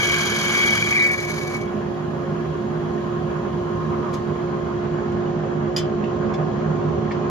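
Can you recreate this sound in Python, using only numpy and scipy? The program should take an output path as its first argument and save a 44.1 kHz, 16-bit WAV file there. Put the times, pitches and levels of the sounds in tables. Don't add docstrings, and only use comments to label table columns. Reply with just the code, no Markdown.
import sys
import numpy as np
from scipy import signal
from scipy.fft import rfft, irfft
from scipy.io import wavfile
from scipy.ndimage import uniform_filter1d

SR = 44100
rng = np.random.default_rng(int(sys.argv[2]) if len(sys.argv) > 2 else 0)


def transcribe(signal):
    frames = np.atleast_2d(signal).T
    limited = np.clip(frames, -1, 1)
    pcm = np.round(limited * 32767).astype(np.int16)
    wavfile.write(sys.argv[1], SR, pcm)


N = 321916
T, HZ = np.arange(N) / SR, np.fft.rfftfreq(N, 1 / SR)
MOTOR_HZ, SPINDLE_HZ = 353.6, 22.1
SIDE = np.array([[.5], [-.5]])


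def amp(db):
    return 10 ** (np.asarray(db) / 20)


def unit_rms(x):
    return x / np.sqrt(np.mean(x ** 2) + 1e-20)


def spectrum_curve(points, hz=HZ):
    point_hz, value = np.transpose(points)
    return np.interp(np.log(hz + 1), np.log(point_hz + 1), value)


def time_curve(rows):
    return np.interp(T, *np.transpose(rows))


def bump(s, half_s):
    return np.exp(-((T - s) / half_s) ** 2)


def resonance_db(modes):
    return sum(db / (1 + (2 * (HZ - hz) / width) ** 2) for hz, width, db in modes)


def colour(x, db):
    return irfft(rfft(x) * amp(db), N)


def unit_band(x, band_hz):
    low_hz, high_hz = band_hz
    middle = rfft(x.mean(0)) * ((HZ > low_hz) & (HZ < high_hz))
    return x / np.std(irfft(middle, N))


def drift(rate_hz):
    noise = rfft(rng.standard_normal(N))
    return unit_rms(irfft(noise / (1 + (HZ / rate_hz) ** 4), N))


def add(mix, s, sound):
    part = mix[round(s * SR):][:len(sound)]
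    part += sound[:len(part)]


# hz, t60_s
ROOM_T60 = [(200, 0.2), (2000, 0.34), (6000, 0.18), (13000, 0.019)]
PORT_LAG_S = 0.00016


def workshop(x, wet_db, lag_s=PORT_LAG_S):
    size = SR // 2
    taps = rng.choice([-1., 1.], (2, size)) * (rng.random((2, size)) < .08)
    hz, t, z = signal.stft(taps, SR, nperseg=256)
    decay = amp(-60 * t / spectrum_curve(ROOM_T60, hz)[:, None])
    early = 1 + 2.9 * np.exp(-t / 0.0074)
    tail = signal.istft(z * decay * early * (t > 0), SR, nperseg=256)[1]
    tail /= np.linalg.norm(tail[0])
    wet = signal.fftconvolve(x[None], tail, axes=1)[:, :N]
    late = irfft(rfft(x) * np.exp(-2j * np.pi * HZ * lag_s), N)
    return np.array([x, late]) + amp(wet_db) * wet


def tone(hz, db, pan_db, lead, wander, wander_hz, shiver_db):
    phase = 2 * np.pi * hz * T + wander * drift(wander_hz)
    level_db = db + shiver_db * drift(70) + SIDE * pan_db
    return amp(level_db) * np.sin(phase + SIDE * lead)


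def singing(modes, wander_hz):
    out = sum(tone(*mode, wander_hz, shiver_db=5.0) for mode in modes)
    return out / np.std(out.mean(0))


def struck(modes, t):
    return sum(amp(db - 60 * t / t60) * np.sin(2 * np.pi * (hz * t + rng.random())) for hz, db, t60 in modes)


def turn_swing(at):
    return np.cos(2 * np.pi * (SPINDLE_HZ * T - at))


# hz, likeness (clipped to -1..1)
LIKENESS_CURVE = [(60, 3.5), (140, 1.5), (300, 0.29), (600, 0.5), (1100, 0.05), (2500, 0.08), (6000, 0.1),
                  (12000, -3.5)]
# hz, lead_rad
LEAD_CURVE = [(60, 0.13), (200, -0.11), (400, 0.91), (700, 0.83), (1030, 0.29), (1500, 2.14), (3300, 0.47),
              (12000, -1.55)]
# hz, left_right_db
BALANCE_CURVE = [(60, -7), (110, -3), (200, -4.5), (370, -5), (690, -1), (1260, -3), (2320, 1), (4270, -1),
                 (7860, -3.5), (14400, 3)]


def machine_noise(db):
    a, b = rfft(rng.standard_normal((2, N)))
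    same = np.clip(spectrum_curve(LIKENESS_CURVE), -1, 1)
    side = amp(spectrum_curve(BALANCE_CURVE) / 2)
    right = (same * a + np.sqrt(1 - same ** 2) * b) * np.exp(-1j * spectrum_curve(LEAD_CURVE))
    return irfft(np.array([a * side, right / side]) * amp(db), N)


EDDY_DB, EDDY_HZ, EDDY_S = 1.1, 260, 0.13


def churning(x):
    hz, t, z = signal.stft(x, SR, nperseg=1024)
    patches = uniform_filter1d(rng.standard_normal(z.shape[1:]), round(EDDY_HZ / hz[1]), axis=0)
    patches = unit_rms(uniform_filter1d(patches, round(EDDY_S / t[1]), axis=1))
    return signal.istft(z * amp(EDDY_DB * patches), SR, nperseg=1024)[1][:, :N]


# hz, db_per_hz
RUMBLE_SPECTRUM = [(20, -53), (33, -33), (48, -20.5), (78, -13), (120, -7.5), (200, -9), (260, -8.5),
                   (315, -16), (400, -6), (500, -17), (700, -18), (900, -25.5), (1500, -79.5)]
HOLLOW_SPECTRUM = [(200, -45), (380, -31), (470, -6.5), (540, 2), (620, -0.5), (760, 1.5), (900, -14.5),
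                   (1200, -53), (3000, -100)]
ROAR_SPECTRUM = [(300, -17), (600, -6.5), (900, -3.5), (1050, 0.5), (1300, -4), (1550, -5), (1750, -9.5),
                 (2100, -13.5), (3000, -22), (5000, -65)]
COWL_SPECTRUM = [(700, -38.5), (900, -12.5), (960, 0.5), (1010, -5.5), (1065, 0.5), (1130, -6),
                 (1250, -3.5), (1450, -26), (2000, -56.5), (4000, -100)]
AIR_SPECTRUM = [(800, -14.5), (2000, 3.5), (2700, 4), (3200, 6.5), (3600, 0.5), (4100, 1), (5500, -4.5),
                (6800, -3), (7600, -10), (9000, -37.5), (14500, -49.5)]
TREBLE_SPECTRUM = [(5000, -32.5), (8000, -10.5), (10700, 6.5), (12200, 0), (13200, -12.5), (14500, -15)]
# hz, width_hz, lift_db
HOUSING_MODES = [(78, 12, 4), (107.6, 4.3, 6), (154.4, 14, 13), (215.8, 30, 9), (412.6, 11, 3.5),
                 (542.4, 20, 4)]
# hz, depth_db
STANDING_RIPPLE = [(300, 0.55), (450, 1.8), (600, 7.1), (850, 5.4), (1050, 3.1), (1500, 3.9), (2500, 1.4)]
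# hz, relative_db, left_right_db, left_lead_rad, phase_wander_rad
HEADSTOCK_WHINES = [(1162, -0.5, 1, 0.5, 1.5), (1430, 0, 4, 0.43, 1.2), (1640, -4.5, 3, 1.7, 1.3),
                    (1685, 7, 0, 1.8, 1.5), (1826, 1, 2, 1.7, 1), (2945, -7.5, 8, 0.5, 4),
                    (3280, -6.5, 6.5, 0.3, 4.3)]
# time_s, level_db
HOLLOW_LEVEL = [(0, -43), (1.9, -42), (3.2, -44.5), (4.7, -49), (5.1, -40), (7.3, -39.5)]
# time_s, level_db
TREBLE_LEVEL = [(0, -75), (4.1, -74), (4.8, -78), (5.5, -88), (7.3, -89)]
# time_s, openness_db
FAN_OPENNESS = [(0, 3.5), (1.7, -0.5), (2.6, 1), (3.4, 2.5), (3.75, 4), (4.1, 6), (4.3, 2), (5.0, 1.5),
                (5.6, -2.5), (6.1, 2), (7.3, 3.5)]
# time_s, half_length_s, hum_db, rumble_db
MACHINE_SURGES = [(1.102, 0.32, -2.5, -2), (6.64, 0.41, -2.5, 2)]
STANDING_HZ = 67.75
RUMBLE_START_DB, RUMBLE_GROWTH_DB_PER_S, RUMBLE_WAVER_DB = -30, 0.5131, 0.6
ROAR_DB, ROAR_GROWTH_DB_PER_S = -44.5, 0.27
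COWL_DB, COWL_PER_OPEN = -45.5, 1.42
AIR_DB, AIR_PER_OPEN = -58.5, 0.22
HEADSTOCK_DB = -51


def machine():
    open_db = time_curve(FAN_OPENNESS)
    surge_db = sum(db * bump(s, half_s) for s, half_s, _, db in MACHINE_SURGES)
    rumble_gain = amp(RUMBLE_START_DB + RUMBLE_GROWTH_DB_PER_S * T + surge_db + RUMBLE_WAVER_DB * drift(35))
    roar_gain = amp(ROAR_DB + ROAR_GROWTH_DB_PER_S * T)
    cowl_gain = amp(COWL_DB + COWL_PER_OPEN * open_db)
    air_gain = amp(AIR_DB + AIR_PER_OPEN * open_db)
    throb = amp(0.94 * np.sin(2 * np.pi * SPINDLE_HZ * T) + 1.3 * drift(15))

    ripple_db = spectrum_curve(STANDING_RIPPLE) * np.cos(2 * np.pi * HZ / STANDING_HZ)
    housing_db = resonance_db(HOUSING_MODES) + ripple_db
    rumble = machine_noise(spectrum_curve(RUMBLE_SPECTRUM) + housing_db)
    hollow = machine_noise(spectrum_curve(HOLLOW_SPECTRUM) + housing_db)
    roar = churning(machine_noise(spectrum_curve(ROAR_SPECTRUM) + housing_db))
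    cowl = machine_noise(spectrum_curve(COWL_SPECTRUM))
    air = churning(machine_noise(spectrum_curve(AIR_SPECTRUM)))
    treble = machine_noise(spectrum_curve(TREBLE_SPECTRUM))
    return (rumble_gain * unit_band(rumble, (60, 300))
            + amp(time_curve(HOLLOW_LEVEL)) * unit_band(hollow, (480, 800))
            + roar_gain * throb * unit_band(roar, (850, 1400))
            + cowl_gain * throb * unit_band(cowl, (850, 1400))
            + air_gain * unit_band(air, (3500, 7000))
            + amp(time_curve(TREBLE_LEVEL)) * unit_band(treble, (9000, 15000))
            + amp(HEADSTOCK_DB) * singing(HEADSTOCK_WHINES, wander_hz=4))


# harmonic, relative_db, left_right_db, left_lead_rad
HUM_HARMONICS = [(1, -1.5, -2.5, 0.45), (2, -15.5, -0.5, 2.5), (3, -16.5, 4.5, -0.1), (4, -34.5, -5, -0.5)]
HUM_START_DB, HUM_GROWTH_DB_PER_S, HUM_WAVER_DB = -27.5, 0.71, 1.36
WHISTLE_ORDER, WHISTLE_DB, WHISTLE_PER_OPEN, WHISTLE_WAVER_DB = 3, -28.5, 1.3, 2.2


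def hum():
    phase, out = 2 * np.pi * MOTOR_HZ * T + 0.15 * drift(11.0), np.zeros((2, N))
    surge_db = sum(db * bump(s, half_s) for s, half_s, db, _ in MACHINE_SURGES)
    motor_db = HUM_START_DB + HUM_GROWTH_DB_PER_S * T + surge_db + HUM_WAVER_DB * drift(16.0)
    whistle_db = WHISTLE_DB + WHISTLE_PER_OPEN * time_curve(FAN_OPENNESS) + WHISTLE_WAVER_DB * drift(7)
    for order, db, pan_db, lead in HUM_HARMONICS:
        level_db = db + (whistle_db if order == WHISTLE_ORDER else motor_db)
        for channel, side in enumerate((1, -1)):
            gain = amp(level_db + side * pan_db / 2 + 1.0 * drift(14))
            out[channel] += gain * np.sin(order * phase + side * lead / 2)
    return out


# start_s, level_db, tilt_db_per_octave, t60_s, hollow_hz, hollow_lift_db, iron_ring (0-1)
TICK_EVENTS = [(1.068, -35.5, 12, 0.08, 6100, -1, 0.2), (1.114, -33.5, 17, 0.047, 6100, -3, 0.04),
               (1.2037, -35, 15, 0.019, 6100, 3, 0.13), (1.2496, -37, 13, 0.019, 6100, 7, 0.1),
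               (4.130, -39, 4, 0.035, 6300, 1, 0), (4.137, -39, 7, 0.11, 6300, 3, 0.06),
               (5.119, -51, 3, 0.058, 4200, -12, 0.1), (6.039, -37, -6, 0.055, 3120, 11, 0.14),
               (6.337, -39, -0.5, 0.067, 5250, 9, 0.73), (7.109, -28.5, -16, 0.045, 1950, 5, 0),
               (7.115, -37, -4, 0.06, 5100, 10, 0)]
# hz, db_per_hz
TICK_SPECTRUM = [(500, -20.5), (1200, -11), (2000, 11), (5500, -1), (7500, -8.5), (12000, -20),
                 (15000, -34)]
# hz, relative_db, t60_s
IRON_MODES = [(1660, 2, 0.14), (2180, -7.5, .11), (3460, 2, .05), (4500, -10, .09), (5640, -15, .07),
              (6330, -18.5, .07), (7000, -6, .08)]
TICK_ATTACK_S, HOLLOW_WIDTH_HZ = 0.002, 800


def ticks():
    t, out = np.arange(SR // 6) / SR, np.zeros(N)
    hz = np.fft.rfftfreq(len(t), 1 / SR)
    attack = np.minimum(t / TICK_ATTACK_S, 1)
    for s, db, tilt_db, t60, hollow_hz, lift_db, ring in TICK_EVENTS:
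        tilted_db = spectrum_curve(TICK_SPECTRUM, hz) + tilt_db * np.log2((hz + 500) / 4000)
        hollow_db = lift_db / (1 + (2 * (hz - hollow_hz) / HOLLOW_WIDTH_HZ) ** 2)
        noise = irfft(rfft(rng.standard_normal(len(t))) * amp(tilted_db + hollow_db), len(t))
        contact = amp(-60 * t / t60) * unit_rms(noise)
        add(out, s, amp(db) * attack * (contact + ring * struck(IRON_MODES, t)))
    return workshop(out, wet_db=-3.0, lag_s=0)


# start_s, level_db, ring (0-1)
CLINK_EVENTS = [(5.763, -14, 0.63), (5.7725, -28, 0), (5.78, -19.5, 0.33)]
# hz, relative_db, t60_s
STEEL_MODES = [(2430, -19, .1), (3040, -7, .18), (3110, -9, .16), (3430, -7, .16), (4458, -13, .14),
               (4780, -11, .08), (5030, -6, .09), (5862, -15, .14), (6530, -19, .13), (6860, -8, .13),
               (7876, -20, .12), (8172, -19, .12), (9700, -18, .11), (10080, -23, .1), (11120, -20, .1),
               (12280, -21, .09)]
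# hz, relative_db, t60_s
CLANG_MODE = (4919, 2, .088)


def clinks():
    t, rings, cracks = np.arange(SR // 3) / SR, np.zeros(N), np.zeros(N)
    band = signal.butter(4, [1200, 6500], "band", fs=SR, output="sos")
    clang_hz, clang_db, clang_t60 = CLANG_MODE
    attack = 1 - np.exp(-t / 0.00088)
    for s, level_db, ring in CLINK_EVENTS:
        body = struck(STEEL_MODES, t)
        clang = ring * amp(clang_db - 60 * t / clang_t60) * np.sin(2 * np.pi * clang_hz * t)
        add(rings, s, amp(level_db) * (amp(-10.5) * body + clang) * attack)
        crack = signal.sosfilt(band, rng.standard_normal(len(t)))
        add(cracks, s, amp(level_db - 10.5 - 60 * t / 0.11) * crack)
    return workshop(rings, wet_db=-9, lag_s=0) + workshop(cracks, wet_db=0, lag_s=0)


# time_s, feed_db
FEED_CURVE = [(0, 0), (0.4, -0.5), (0.68, 0), (0.9, -3), (1.02, -5), (1.14, -10), (1.35, -8), (1.6, -11.5)]
# top_s, half_length_s, lift_db
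WHINE_SWELLS = [(0.095, 0.083, 5.5), (0.65, 0.14, 8.5), (1.062, 0.16, 15), (1.106, 0.015, 2),
                (1.17, 0.0085, -9)]
LIFT_S, LIFT_DB_PER_S = 1.568, 124.5
WHINE_LINGER_S = 0.029
SCRAPE_DB, SCRAPE_PER_FEED = -35, 1
TEAR_DB, TEAR_PER_FEED = -28.5, 2.25
WHINE_LEVEL_DB, WHINE_PER_FEED = -33, 0.94
SKIP_PER_FEED, SKIP_HZ, SKIP_AT_TURN = 0.32, 25.6, 0.52
BREAKUP_S, BREAKUP_RISE_S, FLUTTER_HZ, FLUTTER_HOLD = 1.15, 0.1, 34, 2.5


def cut_levels():
    feed_db, lifted_s = time_curve(FEED_CURVE), np.clip(T - LIFT_S, 0, 1)
    release_db = -LIFT_DB_PER_S * np.maximum(lifted_s - WHINE_LINGER_S, 0)
    skip = 0.75 * turn_swing(SKIP_AT_TURN) + 0.85 * drift(SKIP_HZ)
    skip_db = -SKIP_PER_FEED * feed_db * skip
    contact_db = skip_db - LIFT_DB_PER_S * lifted_s
    swell_db = sum(db * bump(s, half_s) for s, half_s, db in WHINE_SWELLS)
    loose = np.clip((T - BREAKUP_S) / BREAKUP_RISE_S, 0, 1)
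    flutter = 1 - loose + loose * unit_rms(abs(drift(FLUTTER_HZ) + FLUTTER_HOLD))
    scrape = amp(SCRAPE_DB + SCRAPE_PER_FEED * feed_db + contact_db)
    whine_db = WHINE_LEVEL_DB + WHINE_PER_FEED * feed_db + swell_db + skip_db / 2 + release_db
    tear = amp(TEAR_DB + TEAR_PER_FEED * feed_db + contact_db)
    return scrape, amp(whine_db) * flutter, tear


def grain_gate(once_db, twice_db, once_at=0.93, twice_at=0.28):
    turns = SPINDLE_HZ * T
    press_db = once_db * np.cos(2 * np.pi * (turns - once_at))
    grain_db = twice_db * np.cos(2 * np.pi * (2 * turns - twice_at))
    return unit_rms(amp(press_db + grain_db))


def fibres(per_s, spread_db, rub):
    sizes = amp(spread_db * np.minimum(rng.exponential(1, N), 4.5))
    snaps = (rng.random(N) < per_s / SR) * rng.choice([-1, 1], N) * sizes
    return unit_rms(unit_rms(snaps) + rub * rng.standard_normal(N))


def squeaks(per_s, low_hz, high_hz, length_s, count=24):
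    t, out = np.arange(int(length_s * SR)) / SR, np.zeros(N)
    for hz in np.geomspace(low_hz, high_hz, count):
        starts = (rng.random(N) < per_s / count / SR) * rng.uniform(0.33, 1, N)
        out += signal.oaconvolve(starts, np.hanning(len(t)) * np.sin(2 * np.pi * hz * t))[:N]
    return unit_rms(out)


CHIPS_PER_S, CHIPS_DB = 200, -10.5


def chips(count=8):
    t, out = np.arange(SR // 50) / SR, np.zeros(N)
    for hz in np.geomspace(3100, 6500, count):
        sizes = amp(4.7 * np.minimum(rng.exponential(1, N), 3))
        hits = (rng.random(N) < CHIPS_PER_S / count / SR) * sizes
        out += signal.oaconvolve(hits, amp(-60 * t / 0.0068) * np.sin(2 * np.pi * hz * t))[:N]
    return amp(CHIPS_DB) * unit_rms(workshop(out, wet_db=9))


# hz, width_hz, relative_db, left_right_db, point_of_turn (0-1), burst_depth_db
STRAIN_MODES = [(1390, 200, -15.5, 0, 0.68, 11), (1587, 210, -11.5, -20, 0.06, 4),
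                (3110, 140, -16, 6, 0.13, 1), (4700, 130, -16.5, -8, 0.95, 5),
                (5940, 180, -16, -9, 0.6, 14), (6920, 180, -16, -10, 0.65, 8)]


def strained():
    out = np.zeros((2, N))
    for hz, width, db, pan_db, at, depth_db in STRAIN_MODES:
        mode_db = -20 * np.log10(1 + (2 * (HZ - hz) / width) ** 2)
        ring = unit_rms(colour(rng.standard_normal(N), mode_db))
        burst = unit_rms(amp(depth_db * turn_swing(at) + 1.1 * drift(26)))
        out += amp(db + SIDE * pan_db) * burst * ring
    return out


# time_s, share (0-1)
PULSING_SHARE = [(0, 0.45), (0.62, 0.45), (0.74, 1), (0.89, 1), (0.96, 0.3), (1.08, 0.1)]


def pulsed(at, depth_db):
    depth = depth_db * time_curve(PULSING_SHARE)
    return amp(depth * turn_swing(at)) / np.sqrt(np.i0(depth * np.log(10) / 10))


# hz, relative_db, left_right_db, left_lead_rad, phase_wander_rad, flare_point_of_turn (0-1), full_flare_db
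WHINE_MODES = [(1990, -11, 0, 1.9, 2, 0.3, 3), (2247, 5.5, 2, 2.16, 0.62, 0.25, 3),
               (2338, -6, 4, 1.9, 0.85, 0.36, 13)]
UPPER_WHINE_MODE = (3256, -1, 8, 1.2, 1.8, 0.93, 10)
# time_s, level_db
UPPER_WHINE_LEVEL = [(0, -32.5), (0.45, -34.5), (0.82, -33.5), (0.95, -39), (1.1, -66), (1.7, -75),
                     (1.8, -120)]
WHINE_WANDER_HZ = 24


def whining(gain):
    lower = np.zeros((2, N))
    for *mode, at, depth_db in WHINE_MODES:
        lower += pulsed(at, depth_db) * tone(*mode, WHINE_WANDER_HZ, shiver_db=1.3)
    *mode, at, depth_db = UPPER_WHINE_MODE
    upper = pulsed(at, depth_db) * tone(*mode, WHINE_WANDER_HZ, shiver_db=2.5)
    return gain * lower / np.std(lower.mean(0)) + amp(time_curve(UPPER_WHINE_LEVEL)) * upper


# top_s, level_db, rise_db_per_s, fall_db_per_s, top_hz, sag_hz_per_s, smear_hz, turn_pulse_db
SQUEAL_EVENTS = [(0.94, -18, 72, 69, 2300, 60.4, 21.5, 7.5), (0.985, -20.5, 83, 107, 2097, 1300, 75, -7),
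                 (1.025, -31.5, 78, 64, 1780, 249.4, 110, 3)]
SQUEAL_AT_TURN, SQUEAL_BEND_HZ = 0.36, 30


def squeal():
    voice, swing = np.zeros(N), turn_swing(SQUEAL_AT_TURN)
    for s, db, rise, fall, top_hz, sag, smear_hz, pulse_db in SQUEAL_EVENTS:
        sagging_hz = top_hz - sag * np.clip(T - s, -.15, .25)
        hz = sagging_hz + SQUEAL_BEND_HZ * swing + smear_hz * drift(171)
        phase = 2 * np.pi * np.cumsum(hz) / SR
        envelope = amp(db + np.minimum(rise * (T - s), fall * (s - T)))
        pulse = unit_rms(amp(pulse_db * swing + 3.4 * drift(200)))
        voice += envelope * pulse * (np.sin(phase) + amp(-27) * np.sin(2 * phase))
    return workshop(colour(voice, resonance_db([(2720, 200, -5)])), wet_db=-14.0)


# start_s, pitch_hz, level_db
CHIRP_EVENTS = [(0.991, 4040, -28), (1.014, 3880, -34), (1.041, 4640, -35), (1.086, 4750, -39)]
CHIRP_S, CHIRP_WOBBLE_HZ = 0.011, 110


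def chirps():
    out, window = np.zeros(N), np.hanning(int(CHIRP_S * SR))
    for s, hz, db in CHIRP_EVENTS:
        pitch_hz = hz + CHIRP_WOBBLE_HZ * drift(200)[:len(window)]
        add(out, s, amp(db) * window * np.sin(2 * np.pi * np.cumsum(pitch_hz) / SR))
    return workshop(out, wet_db=-3, lag_s=0)


# hz, db_per_hz
SCRAPE_SPECTRUM = [(1000, -1.5), (2000, 9.5), (2700, -9), (3200, -4), (4000, 2), (4750, 3.5), (5450, -5.5),
                   (6150, -1), (7100, 2.5), (8000, -13.5), (9900, 1), (12300, -11.5), (13000, -12),
                   (14500, -22)]
TEAR_SPECTRUM = [(200, -11), (500, -2), (900, -4.5), (1200, -18), (1650, -4), (1880, -24), (2200, 9.5),
                 (2450, 3.5), (2720, -10.5), (2970, 6.5), (3220, 3.5), (3340, -1), (3600, -4.5),
                 (7000, -40)]
# hz, width_hz, lift_db
GOUGE_MODES = [(930, 45, 8), (1207, 250, 10.5), (1690, 71, 3.5), (1950, 89, -15), (3840, 130, 5),
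               (5360, 130, 8), (6100, 310, 10.5), (7020, 77, -15)]


def cutting():
    scrape_gain, whine_gain, tear_gain = cut_levels()
    clumps = amp(0.8 * drift(45))
    gate = unit_rms(clumps * grain_gate(once_db=2.25, twice_db=3.0))
    gouge_db, top_hz = resonance_db(GOUGE_MODES), (3500, 7500)

    snaps = workshop(gate * fibres(per_s=2600, spread_db=3.6, rub=.35), wet_db=-3)
    fizz = unit_band(colour(snaps, spectrum_curve(SCRAPE_SPECTRUM) + gouge_db), top_hz)
    slips = gate * squeaks(per_s=420, low_hz=3700, high_hz=7000, length_s=.006)
    squeak = amp(-8) * unit_band(workshop(slips, wet_db=-3), top_hz)
    rips = workshop(gate * fibres(per_s=1400, spread_db=1.5, rub=0.39), wet_db=0)
    tear = unit_rms(colour(rips, spectrum_curve(TEAR_SPECTRUM) + gouge_db))
    return (scrape_gain * (fizz + squeak + chips())
            + tear_gain * (tear + strained())
            + whining(whine_gain) + squeal() + chirps())


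def scene():
    contacts = (clinks() + ticks()) * amp([[-.8], [.8]])
    return machine() + hum() + contacts + cutting()


EDGE_HZ = 14900


def record(dry):
    bass_db = -10 * np.log10(1 + (38 / (HZ + 1)) ** 8)
    notch_db = -16 * np.exp(-((HZ - 8600) / 600) ** 2)
    notched = colour(dry, bass_db + notch_db)
    band_limit = signal.firwin(511, EDGE_HZ, window=("kaiser", 9), fs=SR)
    return signal.oaconvolve(notched, band_limit[None], "same")


dry = scene()
out = record(dry)
transcribe(out)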